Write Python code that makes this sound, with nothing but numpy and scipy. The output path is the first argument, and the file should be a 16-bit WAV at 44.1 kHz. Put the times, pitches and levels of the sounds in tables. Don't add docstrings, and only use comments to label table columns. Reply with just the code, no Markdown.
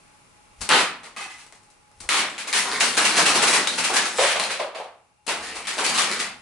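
import sys
import numpy as np
from scipy import signal
from scipy.fft import rfft, irfft, next_fast_len
from scipy.io import wavfile
from scipy.ndimage import uniform_filter1d, map_coordinates

SR = 44100
rng = np.random.default_rng(int(sys.argv[2]) if len(sys.argv) > 2 else 0)


def bounce(signal):
    frames = np.transpose(np.atleast_2d(signal))
    limited = np.clip(frames, -1, 1)
    pcm = np.round(limited * 32767).astype(np.int16)
    wavfile.write(sys.argv[1], SR, pcm)


def volts(x):
    e = np.asarray(x, float) / 20
    return 10 ** e


N = 282681
TAIL = 24000
GRID_HZ = np.fft.rfftfreq(1024, 1 / SR)

# (time [s], level [dB])
QUIET_LEVEL = [(0, -56), (.55, -57), (1.8, -59.5), (4.8, -66), (5.0, -65), (5.19, -67), (5.22, -69),
               (5.3, -63), (6.41, -54)]
# (frequency [Hz], density [dB per Hz])
HISS_SPECTRUM = [(150, -27), (250, -7.5), (700, -9), (1150, -5.5), (1800, -14), (2400, -9), (3300, -20),
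                 (7500, -23), (9300, -21), (11500, -25.5)]
# (frequency [Hz], density [dB per Hz])
RUMBLE_SPECTRUM = [(15, -17), (30, 5), (50, -6), (100, 2.5), (200, -2.5), (400, -15.5)]
# (centre [Hz], width [Hz], level [dB])
WHINE_BANDS = [(838.5, 19, -6.5), (2760, 40, -19)]
# (frequency [Hz], likeness [0-1])
HISS_LIKENESS = [(60, 0.82), (130, 0.29), (270, 0.11), (600, 0.014)]
# (frequency [Hz], likeness [0-1])
ROOM_LIKENESS = [(60, 0.98), (140, 0.97), (350, 0.95), (830, 0.76), (2010, 0.53), (4830, 0.08), (11600, 0)]
# (frequency [Hz], t60 [s])
ROOM_T60 = [(150, 0.77), (400, 0.37), (1000, 0.5), (2800, 0.41), (7300, 0.3), (11000, 0.27)]
# (frequency [Hz], difference [dB])
PORT_TILT = [(60, 1), (170, -0.5), (490, 0.5), (1410, -0.5), (4050, 1.0), (11600, 6)]

# (time [s], level [dB], half length [s])
ARM_SWINGS = [
    (0.626, -44, 0.04),
    (2.04, -49, 0.067),
    (5.5, -57, 0.23),
]
# (time [s], peak [dB], flat thud [dB], ring [Hz])
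FINGER_RUBS = [
    (0.607, -31, -8, 4900),
    (0.614, -20.5, -17, 4470),
    (1.548, -49.5, -19, 8240),
    (1.63, -53, -11, 8580),
    (1.7, -51, -14, 8200),
    (2.0024, -31.5, -12.5, 8700),
    (2.037, -43.5, 2, 4570),
    (5.265, -25.5, -11, 3060),
]
# (start [s], length [s], level [dB], flat thud [dB], edge tick [dB])
TABLE_SLIDES = [(0.61, .02, -42, 8, 8), (0.695, 0.074, -13, -5, -13), (1.03, 0.026, -38, -6, -16),
                (1.17, 0.076, -39, -2, 6), (1.3, 0.12, -53.5, -1, 11), (2.095, 0.14, -21.5, -2.5, -3.5),
                (2.3, .17, -35, -3, -8), (2.535, 0.067, -23, -6, 7), (2.62, 0.15, -22.5, -4.5, 0.5),
                (2.79, 0.22, -21, -6.5, 2.5), (2.96, 0.16, -16.5, -5.5, 0.5), (3.099, 0.17, -16, -5, 0.5),
                (3.25, 0.25, -17, -4.5, 1.5), (3.47, 0.18, -21.5, -3.5, 3.5), (3.7, 0.19, -24, -6, 1),
                (3.95, 0.33, -25.5, -1.5, 4), (5.302, 0.11, -30, 0, -1.5), (5.428, 0.23, -29, -8, -1.5),
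                (5.667, 0.093, -32.5, -0.5, 4.5), (5.76, .12, -27.5, -2.5, 2),
                (5.878, 0.16, -18, -6.5, 0.5), (6.063, 0.14, -24.5, -8, -1.5),
                (6.177, 0.068, -23, -9.5, -3.5)]
# (start [s], length [s], level [dB], flat thud [dB], edge tick [dB])
FLOOR_SLIDES = [
    (4.15, .05, -24.5, -21, 8),
    (4.19, 0.13, -18, -11.5, 3),
    (4.35, 0.12, -25, -2, 0),
    (4.49, .06, -32, -6, -4),
    (4.595, 0.028, -35, 7, 2.5),
    (4.75, 0.05, -44, 15.5, -1.5),
]
# (time [s], peak [dB], flat thud [dB], ring [Hz])
TABLE_SLAPS = [(0.6905, -6, -15.5, 2500), (1.033, -35, -9.5, 1210), (1.384, -37.5, -23, 2610),
               (2.0897, -6.5, -25, 2220), (2.312, -42, -25, 2340), (2.38, -22, -20, 2430),
               (2.5282, -8.5, -21.5, 1800), (5.2787, -14.5, -11, 2760), (5.4264, -28, -19, 2310),
               (5.6704, -17, -26, 1900), (5.781, -15.5, -8.5, 1510), (6.088, -26, -16, 2320)]
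# (time [s], peak [dB], flat thud [dB], ring [Hz])
EDGE_FLICKS = [(1.065, -50, -20, 6000), (1.4641, -42.5, -7, 8000), (1.524, -39.5, -6.5, 2000),
               (1.9144, -55, 0, 5200), (2.0067, -41, -6, 4820), (2.299, -31, -20, 7600),
               (3.6725, -10.5, -25, 3800), (3.6754, -14.5, -18, 3780), (4.398, -12.5, -16, 4150),
               (4.438, -18.5, -25, 4250), (5.864, -12.5, -19, 4530), (6.001, -18, -26, 3840),
               (6.02, -12, -16, 3040)]
# (time [s], peak [dB], flat thud [dB], ring [Hz])
CARTON_BOUNCES = [
    (1.1634, -20.5, -14.5, 1160),
    (1.204, -21.5, -17.5, 2140),
    (1.231, -35, -19, 1660),
    (1.299, -28, -32, 2020),
    (1.3416, -45, -16, 2020),
]
# (time [s], peak [dB], flat thud [dB], ring [Hz])
CARD_TUMBLES = [(2.471, -24, -13, 2150), (2.5694, -18, -33, 2010), (2.8, -10.5, -17, 2780),
                (2.8265, -20.5, -35, 2840), (2.969, -10.5, -13.5, 1650), (3.0437, -11.5, -18, 2780),
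                (3.1673, -9.5, -11.5, 1680), (3.2555, -10.5, -39, 2700), (3.3482, -12.5, -11.5, 956),
                (3.418, -10, -11.5, 1150), (3.4694, -11.5, -19.5, 2450), (3.528, -9.5, -13, 1960),
                (3.591, -27, -16, 3000), (3.7776, -16, -19, 2600), (3.837, -14, -19.5, 2750),
                (3.8955, -23.5, -1, 2340), (3.932, -16, -14, 1540), (3.957, -10.5, -17.5, 1720),
                (4.0494, -20.5, -16.5, 1340), (4.503, -23.5, -31, 4000), (5.5525, -28.5, -8.5, 2660),
                (5.838, -15.5, -28, 2390), (5.9384, -18.5, -14, 1250), (5.9762, -12, -24, 1160),
                (6.1923, -19, -21, 2000)]
# (time [s], peak [dB], flat thud [dB], ring [Hz])
FLOOR_SLAPS = [(4.185, -9.5, -6, 552), (4.2357, -8, -25.5, 700), (4.3552, -17.5, -6.5, 730),
               (4.398, -23.5, -19, 765), (4.442, -27, -33, 899), (4.4986, -17, -17.5, 524),
               (4.593, -20.5, -3, 606), (4.6194, -39, -2, 503), (4.7472, -26.5, -8, 652),
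               (4.775, -31.5, -16, 610), (4.8324, -38, -11, 640)]

# (frequency [Hz], level [dB])
THUD_SPECTRUM = [(150, -38), (280, -3), (420, 2), (600, 1.5), (900, 4), (1400, 0), (2500, -44.5)]
# (frequency [Hz], level [dB])
BOARDS_SPECTRUM = [(200, -36), (350, -12), (480, -3.5), (650, 0), (850, -4.5), (1100, -3), (2000, -37.5)]
# (frequency [Hz], level [dB])
BODY_SPECTRUM = [(400, -27.5), (800, -11.5), (1300, -5), (2300, -2), (3200, -4.5), (4500, -7.5),
                 (7000, -26.5)]
# (frequency [Hz], level [dB])
TICK_SPECTRUM = [(2500, -30), (4000, -5), (5500, -3.5), (7000, -4), (8500, -4), (10000, -6), (12000, -12.5)]
# (frequency [Hz], level [dB])
BOOM_SPECTRUM = [(40, -34), (110, -25), (160, -2), (215, 6), (300, -1), (500, -47)]
# (centre [Hz], width [Hz], level [dB])
HOLLOW_MODES = [(800, 69, 1.5), (1230, 28, 1), (1690, 70, -7), (2020, 39, 0), (2550, 34, 4),
                (3050, 89, -13)]

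WHINE_FOLLOWS = .25
SOFT_EDGE, EDGE_KNEE_DB = 0.12, -16
FLAT_BOOM, FLAT_KNEE_DB = .6, -18
DUCK_KNEE_DB, HOLD_S_PER_DB = -11, -0.03
SLIDE_RISE_S, SLIDE_SAG_DB_PER_S, SLIDE_FALL_DB_PER_S = 0.015, 15.5, 401
SLIDE_BOOM_DB, TICK_SAG_DB_PER_S = -19, 15


def unit(x):
    return x / np.sqrt(np.mean(x ** 2) + 1e-20)


def along(points, hz):
    f, v = np.transpose(points)
    return np.interp(np.log(hz + 1), np.log(f + 1), v)


def filtered(x, response):
    n = x.shape[-1]
    m = next_fast_len(n + 4096)
    return irfft(rfft(x, m) * response(np.fft.rfftfreq(m, 1 / SR)), m)[..., :n]


def pair(two, likeness):
    def mid_side_gains(hz):
        turn = np.arccos(np.clip(along(likeness, hz), -1, 1)) / 2
        return np.array([np.cos(turn), np.sin(turn)])
    mid, side = filtered(two, mid_side_gains)
    return np.array([mid + side, mid - side])


def stereo_noise(likeness):
    return pair(rng.standard_normal((2, N)), likeness)


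def quiet():
    s, db = np.transpose(QUIET_LEVEL)
    level_db = np.interp(np.arange(N) / SR, s, db)

    def bed(spectrum):
        return unit(filtered(stereo_noise(HISS_LIKENESS), lambda hz: volts(along(spectrum, hz))))
    out = volts(level_db) * (bed(HISS_SPECTRUM) + bed(RUMBLE_SPECTRUM))
    whine_db = level_db[0] + WHINE_FOLLOWS * (level_db - level_db[0])
    for centre_hz, width_hz, db in WHINE_BANDS:
        band = lambda hz: np.exp(-((hz - centre_hz) / width_hz) ** 2)
        out += volts(whine_db + db) * unit(filtered(stereo_noise(ROOM_LIKENESS), band))
    return out


def swings():
    t = np.arange(N) / SR
    push = sum(volts(db) * np.exp(-((t - s) / half_s) ** 2) for s, db, half_s in ARM_SWINGS)
    puff = lambda hz: volts(along([(15, -32), (35, -9), (90, -8.5), (250, -36)], hz))
    return push * unit(filtered(stereo_noise([(50, 1.0)]), puff))


def colour(spectrum):
    return unit(volts(along(spectrum, GRID_HZ)))


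def contact(gain):
    cepstrum = irfft(np.log(gain))
    cepstrum[1:512] *= 2
    cepstrum[513:] = 0
    return irfft(np.exp(rfft(cepstrum)))[:512]


def room(hold_s):
    hz, t, z = signal.stft(rng.standard_normal((2, TAIL)), SR, nperseg=256)
    fall = np.maximum(t - abs(hold_s), 0) / along(ROOM_T60, hz)[:, None]
    noise = signal.istft(z * volts(-60 * fall), SR, nperseg=256)[1][:, :TAIL]
    tail = pair(noise, ROOM_LIKENESS)
    return tail / np.linalg.norm(tail[0])


def contacts(table, edge_db, hold_s, wet_db, boom_db, ring_db, width_hz, rise_s, pan_db, t60_s,
             face=THUD_SPECTRUM):
    gap = round(.004 * SR)
    out = np.zeros((2, N + 2 * TAIL))
    t = np.arange(700) / SR
    colours = [colour(s) for s in (face, BODY_SPECTRUM, TICK_SPECTRUM, BOOM_SPECTRUM)]
    envelope = volts(-60 * t / t60_s) * (1 - np.exp(-3.5 * t / rise_s))
    pan = volts(12.0 + np.array([[pan_db / 2], [-pan_db / 2]]))
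    for s, db, thud_db, ring_hz in table:
        tick_db = edge_db + SOFT_EDGE * (EDGE_KNEE_DB - db)
        table_db = boom_db + FLAT_BOOM * (thud_db - FLAT_KNEE_DB)
        ring_level_db = ring_db + (thud_db if ring_hz < 1000 else 0)
        ring = colour([(ring_hz - 3 * width_hz, -40), (ring_hz, 0), (ring_hz + 3 * width_hz, -40)])
        levels_db = np.array([thud_db + 7, 0, tick_db + 7.5, table_db, ring_level_db])
        parts = np.array(colours + [ring]) * volts(db + levels_db[:, None])
        answer = contact(np.linalg.norm(parts, axis=0))

        burst = rng.standard_normal(len(t)) * envelope
        blow = signal.fftconvolve(burst / np.linalg.norm(burst), answer)
        start = round(s * SR)
        out[:, start:start + len(blow)] += blow * pan

        hold = hold_s + HOLD_S_PER_DB * max(db - DUCK_KNEE_DB, 0)
        echo = volts(wet_db) * signal.fftconvolve(answer[None], room(hold), axes=1)
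        echo *= 1 - np.exp(-np.arange(echo.shape[1]) / SR / rise_s)
        start += gap
        out[:, start:start + echo.shape[1]] += echo
    return out[:, :N]


def rubs():
    return contacts(FINGER_RUBS, edge_db=-3.5, hold_s=0.0081, wet_db=17.5, boom_db=-12, ring_db=-3.0,
                    width_hz=750, rise_s=0.0053, pan_db=8.5, t60_s=0.065)


def slides(table):
    t = np.arange(0, N / SR + .002, .001)
    start, length, db, thud_db, tick_db = np.transpose(table)[:, :, None]
    age = t - start
    sag_db = SLIDE_SAG_DB_PER_S * np.maximum(age, 0)
    stop_db = SLIDE_FALL_DB_PER_S * np.maximum(age - length, 0)
    body = volts(db - sag_db - stop_db) * np.clip(age / SLIDE_RISE_S, 0, 1)
    thud = body * volts(thud_db)
    tick = body * volts(tick_db - TICK_SAG_DB_PER_S * np.maximum(age, 0))
    return [np.interp(np.arange(N) / SR, t, np.linalg.norm(part, axis=0)) for part in (body, thud, tick)]


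def heap():
    contacts_per_s, scatter_db, most_db, patchy_db, flutter_db = 1600, 4.5, 16, 3.0, 2.0
    body, thud, tick = slides(TABLE_SLIDES)
    spill, knock, scrape = slides(FLOOR_SLIDES)
    size_db = np.minimum(scatter_db * rng.exponential(size=N), most_db)
    sizes = volts(size_db) * (rng.random(N) < contacts_per_s / SR)
    flutter = map_coordinates(rng.standard_normal(200), [np.linspace(0, 199, N)])
    clumps = uniform_filter1d(sizes, 24) * volts(flutter_db * flutter)

    layers = [(THUD_SPECTRUM, thud), (BOARDS_SPECTRUM, knock), (BODY_SPECTRUM, np.hypot(body, spill)),
              (TICK_SPECTRUM, np.hypot(tick, scrape)), (BOOM_SPECTRUM, body * volts(SLIDE_BOOM_DB))]
    dry = 0
    for spectrum, level in layers:
        grains = clumps * rng.standard_normal(N)
        dry = dry + volts(-6) * level * unit(signal.oaconvolve(grains, contact(colour(spectrum)))[:N])

    z = signal.stft(dry, nperseg=256)[2]
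    field = uniform_filter1d(rng.standard_normal(z.shape), size=3, axis=0)
    field = unit(uniform_filter1d(field, size=20, axis=1))
    low = np.linspace(1, 0, len(z))[:, None] ** 2
    dry = signal.istft(z * volts(patchy_db * field * low), nperseg=256)[1][:N]

    wet, step = np.zeros((2, N + 2 * TAIL)), 13000
    for start in range(0, N, step):
        piece = np.pad(dry[start:start + step], (200, 0))
        echo = signal.fftconvolve(piece[None], room(0.0058), axes=1)
        wet[:, start:start + echo.shape[1]] += echo
    return volts(-5) * dry + volts(-2) * wet[:, :N]


def slaps():
    return contacts(TABLE_SLAPS, edge_db=-10, hold_s=0.029, wet_db=24, boom_db=-26.5, ring_db=-9.5,
                    width_hz=200, rise_s=0.00043, pan_db=2.5, t60_s=0.022)


def flicks():
    return contacts(EDGE_FLICKS, edge_db=-7, hold_s=.005, wet_db=15.5, boom_db=-19, ring_db=-1.5,
                    width_hz=430, rise_s=0.00071, pan_db=6, t60_s=0.016)


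def bounces():
    plain = contacts(CARTON_BOUNCES, edge_db=-11, hold_s=0.015, wet_db=24, boom_db=-23, ring_db=-8.5,
                     width_hz=150, rise_s=0.00086, pan_db=3.0, t60_s=0.024)

    def mode(f, hz, width_hz, db):
        damping = 1j * f * width_hz
        return volts(db) * damping / (hz * hz - f * f + damping)
    return filtered(plain, lambda f: volts(-7) + sum(mode(f, *row) for row in HOLLOW_MODES))


def tumbles():
    return contacts(CARD_TUMBLES, edge_db=-7.0, hold_s=0.013, wet_db=25, boom_db=-28.5, ring_db=-6.5,
                    width_hz=230, rise_s=0.0021, pan_db=-2.5, t60_s=0.057)


def floor_slaps():
    return contacts(FLOOR_SLAPS, edge_db=-19, hold_s=0.0067, wet_db=23.0, boom_db=-36.5, ring_db=4.5,
                    width_hz=88, rise_s=0.0014, pan_db=-5.5, t60_s=0.038, face=BOARDS_SPECTRUM)


def scene():
    cards = rubs() + heap() + slaps() + flicks() + bounces() + tumbles() + floor_slaps()
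    light = lambda hz: volts(along([(30, -32.0), (70, -4.0), (130, -1)], hz))
    return quiet() + swings() + filtered(cards, light)


def low_pass(x):
    return signal.sosfilt(signal.butter(12, 12220, fs=SR, output="sos"), x)


def record(dry):
    top_hz = 11162

    def response(hz):
        ports = volts(along(PORT_TILT, hz) * [[.5], [-.5]])
        edge_db = np.interp(hz - top_hz, [-200, 5, 155.5, 1202.5, 5000], [-1, -22.5, -51.5, -54.0, -75])
        return ports * volts(edge_db)
    rounded = dry / (1 + np.abs(dry / .75) ** 4) ** (1 / 4)
    return low_pass(filtered(rounded, response))


dry = scene()
out = record(dry)
bounce(out)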